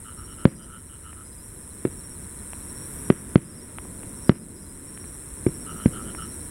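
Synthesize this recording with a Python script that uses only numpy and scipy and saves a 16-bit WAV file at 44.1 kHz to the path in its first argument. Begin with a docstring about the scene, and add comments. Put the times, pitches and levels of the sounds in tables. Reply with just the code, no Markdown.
"""Open country at night, with firework shells bursting overhead. Each shell sends a blast wave, followed by
its ground reflection and dull echoes; single stars give small sharp pops. Katydids buzz and crickets
chirp by stridulation, and frogs croak through throat resonances, over a far rumble, a drone and airy hiss.
The night is steady; it sounds quieter at first and rises as the recorder's gain slowly recovers.
Each big bang pushes the gain down, and it creeps back."""
import sys
import numpy as np
from scipy import signal
from scipy.fft import rfft, irfft
from scipy.io import wavfile
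from scipy.ndimage import minimum_filter1d

SR = 44100
rng = np.random.default_rng(int(sys.argv[2]) if len(sys.argv) > 2 else 0)


def unload_wav(signal):
    """Save mono or channel-first audio to the path in sys.argv[1] as 16-bit WAV at rate SR, clipped to [-1, 1]."""
    wavfile.write(
        sys.argv[1],
        SR,
        np.round(np.clip(np.atleast_2d(signal).T, -1, 1) * 32767).astype(np.int16),
    )


N = 286650
TIME = np.arange(N) / SR
BLAST_SAMPLES, CUTOFF_HZ, SYLLABLE_S = 4096, 15800, .055


def from_db(db):
    """Amplitude ratio of a level in decibels."""
    return 10 ** (np.asarray(db) / 20)


def rms_one(x):
    """Normalisation to an rms of 1."""
    return x / np.sqrt(np.mean(x ** 2) + 1e-20)


def add(out, s, sound):
    """Superposition: a sound joins the mix at s seconds."""
    at = max(0, round(s * SR))
    out[at:at + len(sound)] += sound[:max(0, N - at)]


def cut(x, hz, kind, order=2):
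    """Butterworth filtering."""
    return signal.sosfilt(signal.butter(order, hz, kind, fs=SR, output="sos"), x)


def resonate(x, hz, width_hz):
    """A damped resonance with a gain of 1 at its peak."""
    r = np.exp(-np.pi * width_hz / SR)
    feedback = [1, -2 * r * np.cos(2 * np.pi * hz / SR), r * r]
    return signal.lfilter(np.array([1, 0, -1]) * (1 - r * r) / 2, feedback, x + 1e-18)


def ring(x, hz, width_hz):
    """Two equal resonances in cascade; rms 1."""
    return rms_one(resonate(resonate(x, hz, width_hz), hz, width_hz))


def colour(x, spectrum):
    """Spectral shaping of a steady sound; rms 1."""
    hz, db = np.transpose(spectrum)
    bins = np.maximum(np.fft.rfftfreq(N, 1 / SR), 1)
    return rms_one(irfft(rfft(x) * from_db(np.interp(np.log(bins), np.log(hz), db)), N))


def noise(size=N):
    """Gaussian white noise."""
    return rng.standard_normal(size)


def drift(per_s):
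    """Random modulation with a spread near 1."""
    knots = noise(2048)
    return np.interp(TIME * per_s, np.arange(len(knots)), knots)


def arch(length_s):
    """Progress from 0 to 1 through a note, and its rounded envelope."""
    progress = np.linspace(0, 1, int(length_s * SR))
    return progress, np.sqrt(np.abs(np.sin(np.pi * progress)))


def surge(s, half_width_s):
    """A Gaussian envelope, 1 at its height."""
    return np.exp(-.5 * ((TIME - s) / half_width_s) ** 2)


def delayed(x, ms):
    """Propagation delay: the same sound arrives later."""
    steps = np.arange(len(x))
    return np.interp(steps - ms * SR / 1000, steps, x, left=0)


def diffuse_tail(size, decay_s):
    """Diffuse reflections merge into exponentially decaying noise; unit energy."""
    tail = noise(size) * np.exp(-TIME[:size] / decay_s)
    return tail / np.linalg.norm(tail)


def through_brush(x, wet, smear_s):
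    """Scattering by leaves and stems smears an animal's call in time."""
    scattered = signal.fftconvolve(x, diffuse_tail(SR // 2, smear_s))[:N]
    return (x + wet * scattered) / np.hypot(1, wet)


def drone(db=-43.5):
    """Noise confined to the lowest frequencies is heard as a far drone."""
    # Each row: frequency in Hz, relative spectral density in dB.
    spectrum = [(12, -20), (25, -8), (45, -1), (68, 0.5), (90, 2), (120, -10), (200, -30), (500, -69)]
    return from_db(db) * colour(noise(), spectrum)


def rumble(db=-43, waver_db=1.2):
    """Slow amplitude modulation makes a far, low noise waver and roll."""
    # Each row: frequency in Hz, relative spectral density in dB.
    spectrum = [(30, -8), (70, -4), (115, -2), (170, -1), (240, -2), (310, -4), (480, -11.5), (780, -23.5),
                (1200, -41.5)]
    # Each row: time of a roll's height in seconds, half width in seconds, rise in dB.
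    rolls = [(3.95, 0.56, 4), (5.9, 0.23, 4.5)]
    rolls_db = sum(rise_db * surge(s, half_width_s) for s, half_width_s, rise_db in rolls)
    return from_db(db + rolls_db + waver_db * drift(12)) * colour(noise(), spectrum)


def air(db=-52, breeze_db=2.5):
    """The air's broadband hiss rises once in a soft breeze."""
    # Each row: frequency in Hz, relative spectral density in dB.
    spectrum = [(440, -7), (780, -17.5), (930, 3), (1100, -2.5), (1500, -1.5), (1960, -4.5), (2950, -16),
                (3700, -14), (4400, -26), (5200, -71), (8000, -81.5)]
    return from_db(db + breeze_db * surge(s=3.4, half_width_s=.43)) * colour(noise(), spectrum)


def wing_strokes(stroke_hz, stroke_s, wander):
    """The envelope of stridulation: one short pulse for each closing of the wings; rms 1."""
    phase = np.cumsum(stroke_hz * (1 + wander * drift(2.78))) / SR
    return rms_one(np.exp(-.5 * ((phase % 1 - .5) / (stroke_hz * stroke_s)) ** 2))


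def katydids(db=-37.5, farther_db=-7, chorus_db=.16):
    """Stridulation: two katydids rasp in pulses of noise, while many more merge into a smooth hiss."""
    # Each row: frequency in Hz, relative spectral density in dB.
    spectrum = [(4000, -32), (4750, -51.5), (5500, -32), (6300, -27), (7000, -20), (8050, -5), (8950, -2),
                (9930, -3.5), (11000, -11), (12000, -18.5), (13800, -26.5), (15500, -26), (17000, -9)]
    near = wing_strokes(stroke_hz=138.6, stroke_s=.00062, wander=.0028) * noise()
    farther = wing_strokes(stroke_hz=130.1, stroke_s=.000928, wander=.0031) * noise()
    chorus = from_db(chorus_db) * noise()
    return from_db(db) * colour(near + from_db(farther_db) * farther + chorus, spectrum)


def small_katydid(stroke_hz=307, width_hz=600, wander=.0013):
    """Impulse excitation: fast, even strokes ring a tiny wing in short, high buzzes."""
    # Each row: start of a buzz in seconds, level in dB.
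    buzzes = [(1.32, -51), (2.83, -43.5), (5.68, -48)]
    # Two parts overlap. Each row: delay and length in seconds, resonance in Hz, relative level in dB.
    parts = [(0, .22, 12000, -10), (0.052, 0.4, 10900, -5)]
    out = np.zeros(N)
    for s, db in buzzes:
        for delay_s, length_s, hz, part_db in parts:
            progress, envelope = arch(length_s)
            phase = np.cumsum(stroke_hz * (1 + wander * drift(12)[:len(progress)])) / SR
            strokes = np.diff(np.floor(phase), prepend=0)
            add(out, s + delay_s, from_db(db + part_db) * envelope * ring(strokes, hz, width_hz))
    return out


def trills(length_s=.0433, jitter_s=.003, uneven_db=2, count=100, pause_at_s=2.9):
    """Far crickets stridulate in falling glides; the low ones pause once, as if startled."""
    # Each row: start and period in seconds, first and last pitch in Hz, level in dB, pause in seconds.
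    trillers = [(.020, .07587, 4380, 3830, -61.8, .62), (.016, .0731, 4350, 3820, -65, .62),
                (.062, .079, 5640, 5430, -55.2, 0), (.033, .0718, 5470, 5220, -58.5, 0)]
    out = np.zeros(N)
    progress, envelope = arch(length_s)
    for first_s, period_s, start_hz, end_hz, db, pause_s in trillers:
        pitch = start_hz + (end_hz - start_hz) * progress
        tone = envelope ** 2 * np.sin(2 * np.pi * np.cumsum(pitch) / SR)
        for k, (late, level) in enumerate(rng.standard_normal((count, 2))):
            s = first_s + k * period_s + jitter_s * late
            if not pause_at_s < s < pause_at_s + pause_s:
                add(out, s, from_db(db + uneven_db * level) * tone)
    return through_brush(out, wet=.6, smear_s=.0067)


def syllable(hz, bend=340, rough=.057):
    """One cricket wing stroke radiates a near-pure tone that climbs to its pitch and sags a little."""
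    progress, envelope = arch(SYLLABLE_S)
    pitch = hz - bend * (progress - .65) ** 2
    flutter = 1 + rough * rms_one(cut(noise(len(progress)), 170.2, "low"))
    return envelope ** 2 * flutter * np.sin(2 * np.pi * np.cumsum(pitch) / SR)


def crickets(gap_s=.01, far_db=-64.5, far_count=250, choir_db=-65):
    """Stridulation: near crickets chirp in runs, far ones at random; the farthest merge into a shimmer."""
    # Each row: pitch in Hz, level in dB, syllables per chirp, chirp starts in seconds.
    chirpers = [(5555, -48.8, 3, [.16, 1.96, 2.67, 3.47, 4.15, 4.86, 5.46, 6.14]),
                (5715, -49.5, 3, [.48, 3.04, 4.99, 5.69]), (5070, -52.5, 3, [.48, 1.24, 3.44, 4.26, 4.55]),
                (5970, -58, 3, [.56, 1.19, 3.27, 4.07, 6.17])]
    near, far = np.zeros(N), np.zeros(N)
    for hz, db, syllables, starts in chirpers:
        for s in starts:
            for k in range(round(syllables)):
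                stroke = syllable(hz + 20 * rng.standard_normal())
                add(near, s + k * (SYLLABLE_S + gap_s), from_db(db) * stroke)
    for when, pitch, level in rng.random((far_count, 3)):
        add(far, when * N / SR, from_db(far_db + 7.1 * level) * syllable(5220 + 480 * pitch))
    choir = ring(noise(), hz=5480, width_hz=430)
    far = through_brush(far, wet=1, smear_s=.023) + from_db(choir_db) * choir
    return through_brush(near, wet=.6, smear_s=.02) + far


def croak(ratio, levels_db, length_s=.084, pulse_hz=108, uneven=.07):
    """Source and filter: dry, slightly uneven pulses excite two throat resonances."""
    # Each row: resonance in Hz, bandwidth in Hz.
    modes = [(1355, 197), (3020, 320)]
    progress, envelope = arch(length_s)
    phase = np.cumsum(pulse_hz * (1 + uneven * drift(120)[:len(progress)])) / SR
    pulses = np.diff(np.floor(phase + .91), prepend=0) * from_db(2 * noise(len(phase)))
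    throat = ratio * (1 + .01 * np.clip(rng.standard_normal(), -2, 2))   # set anew for each croak
    return envelope * sum(from_db(db) * ring(pulses, hz * throat, width_hz)
                          for (hz, width_hz), db in zip(modes, levels_db))


def frogs():
    """Three frogs croak periodically, each at its own pace, so that their calls interleave."""
    # Each row: tuning ratio, levels of the low and high resonance in dB, bouts.
    # Each bout: start in seconds, number of croaks, period in seconds.
    callers = [(0.978, -43, -52, [(.045, 4, 0.33), (5.655, 3, .26)]), (1.003, -48.5, -52.5, [(.268, 3, .31),
               (5.78, 2, .265)]), (0.967, -44.5, -61.5, [(.165, 3, .497), (5.742, 3, .213)])]
    out = np.zeros(N)
    for ratio, low_db, high_db, bouts in callers:
        for first_s, croaks, period_s in bouts:
            for k in range(round(croaks)):
                add(out, first_s + k * period_s, croak(ratio, [low_db, high_db]))
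    return through_brush(out, wet=.45, smear_s=.035)


def countryside(x, near_db=-26, far_db=-28):
    """Reverberation: trees and fields give back a short dull flutter and a faint long roll."""
    near = from_db(near_db) * diffuse_tail(2 * SR, decay_s=.1)
    far = from_db(far_db) * diffuse_tail(2 * SR, decay_s=.42)
    return cut(signal.fftconvolve(x, delayed(near + far, ms=7.02))[:N], [110, 650], "band")


def pops(decay_s=.0011, ragged=.06, bottom_ratio=.25):
    """A star's small charge radiates a band-limited impulse: a thin snap with a ragged end."""
    # Each row: start in seconds, peak level in dB, top of the spectrum in Hz.
    stars = [(1.1300, -31.5, 2780), (2.5329, -25, 3100), (3.7851, -16.5, 3100), (3.852, -30.5, 1190),
             (4.0327, -27, 2916), (4.9752, -26.5, 3280), (5.042, -31, 2630), (6.1491, -24, 2540)]
    out, t = np.zeros(N), TIME[:BLAST_SAMPLES]
    for s, db, top_hz in stars:
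        low_hz = bottom_ratio * top_hz
        snap = (t == 0) + ragged * noise(len(t)) * np.exp(-t / decay_s)
        snap = cut(cut(snap, low_hz, "high"), 2 * low_hz, "low", order=1)
        snap = cut(snap, top_hz, "low", order=8)
        add(out, s, from_db(db) * snap / np.abs(snap).max())
    return out


def crackle(decay_s=.0024, tail_db=-30, tail_s=.088):
    """Scattering by turbulence and grass breaks a shock front into a short ragged crackle."""
    # Nearby surfaces reflect it. Each row: delay in milliseconds, relative amplitude.
    slaps = [(20.5, 0.16), (60, 0.058)]
    t = TIME[:BLAST_SAMPLES]
    fading = np.exp(-t / decay_s) + from_db(tail_db) * np.exp(-t / tail_s)
    grain = rms_one(cut(noise(len(t)), [1000, 2450], "band"))
    direct = cut(grain * fading, [800, 3900], "band")
    return direct + sum(share * delayed(direct, ms) for ms, share in slaps)


def blast_wave(push_ms, front_share, body_hz=280, front_hz=2500):
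    """A blast wave is a jump in pressure that falls through zero into suction; peak 1."""
    age = TIME[:BLAST_SAMPLES] * 1000 / push_ms
    decay = np.exp(-age)
    pressure = (1 - age) * decay
    pressure -= pressure.sum() * decay / decay.sum()   # push and suction balance
    # The air rounds most of the wave; a share of the steep front survives.
    front = cut(cut(pressure, front_hz, "low", order=1), front_hz, "low", order=1)
    wave = cut(pressure, body_hz, "low") + front_share * front
    wave = cut(cut(wave, 89, "high"), 22, "high", order=1)
    return wave / np.abs(wave).max()


def bangs(grazing_bounce=.76, bounce_fade_ms=4.5, bounce_hz=430, octaves_per_db=.04):
    """Interference: each shell's blast wave adds to its reflections, with a hollow knock and a crackle."""
    # Each row: start in seconds, level in dB, overpressure length in milliseconds, shock front share,
    # relative crackle level in dB, knock gain, knock pitch in Hz, ground bounce delay in milliseconds.
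    shells = [(0.4539, 4.5, 1.04, 0.29, -21.5, 1.3, 534, 4.9),
              (1.8515, -8.5, 0.51, 0.04, -19, 1.05, 368, 2.2), (3.1019, 3, 0.68, 0.15, -20, 1, 383, 4.88),
              (3.3574, 9, 1.11, 0.21, -25, 0.29, 330, 5.3), (4.2943, 11, 0.87, 0.32, -23.5, 0.34, 365, 5),
              (5.4651, -4.5, 1.13, 0.002, -22.5, 1.9, 364, 2.28),
              (5.8585, -1.8, 1.54, 0.037, -22.5, 0.3, 230, 3.6)]
    # Nearby ground and objects echo. Each row: delay in milliseconds, amplitude relative to the bounce.
    echoes = [(8.33, 0.38), (16.5, 0.3187), (23.4, 0.33), (29.5, 0.22)]
    out = np.zeros(N)
    for s, db, push_ms, front_share, crackle_db, knock_gain, knock_hz, bounce_ms in shells:
        direct = blast_wave(push_ms, front_share)
        # A low shell's wave grazes the ground, which returns it sooner and stronger.
        bounce = grazing_bounce * np.exp(-bounce_ms / bounce_fade_ms)
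        returns = delayed(direct, bounce_ms) + sum(share * delayed(direct, ms) for ms, share in echoes)
        reflected = bounce * cut(returns, bounce_hz, "low", order=1)
        knock = knock_gain * resonate(direct, knock_hz, width_hz=39)
        wave = direct + reflected + knock + from_db(crackle_db) * crackle()
        # At grazing angles soft ground swallows the low mids.
        wave -= 1.7 * bounce * resonate(wave, hz=774, width_hz=180)
        top_hz = min(4600 * 2 ** (octaves_per_db * db), CUTOFF_HZ)   # a stronger burst is brighter
        add(out, s, from_db(db) * cut(wave, top_hz, "low", order=4))
    return out


def scene(start_gain_db=-5, recovery_start_s=1.38, recovery_length_s=1.61, drone_follows=.58):
    """Superposition of fireworks and a steady night, which a set ramp lifts as the gain recovers."""
    recovery_db = start_gain_db * (1 - np.clip((TIME - recovery_start_s) / recovery_length_s, 0, 1))
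    animals = katydids() + crickets() + trills() + frogs()
    night = from_db(recovery_db) * (animals + rumble() + air())
    night += from_db(drone_follows * recovery_db) * drone() + small_katydid()
    fireworks = bangs() + pops()
    return (fireworks + countryside(fireworks) + night)[None]


def gain_control(x, threshold_db=-.5, slope=.9, release_s=.65):
    """Compression: peaks over the threshold pull the gain down at once; it creeps back."""
    level_db = 20 * np.log10(np.abs(x).max(axis=0) + 1e-9)
    over_db = slope * np.maximum(level_db - threshold_db, 0)
    fading = np.exp(-TIME / release_s)
    held_db = np.maximum.accumulate(over_db / fading) * fading
    return x * from_db(minimum_filter1d(-held_db, size=65))


def record(dry):
    """Compression, clipping at full scale, and a steep low-pass filter."""
    clipped = np.clip(gain_control(dry), -1, 1)
    return signal.sosfilt(signal.ellip(10, .1, 80, CUTOFF_HZ, fs=SR, output="sos"), clipped)


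dry = scene()
out = record(dry)
unload_wav(out)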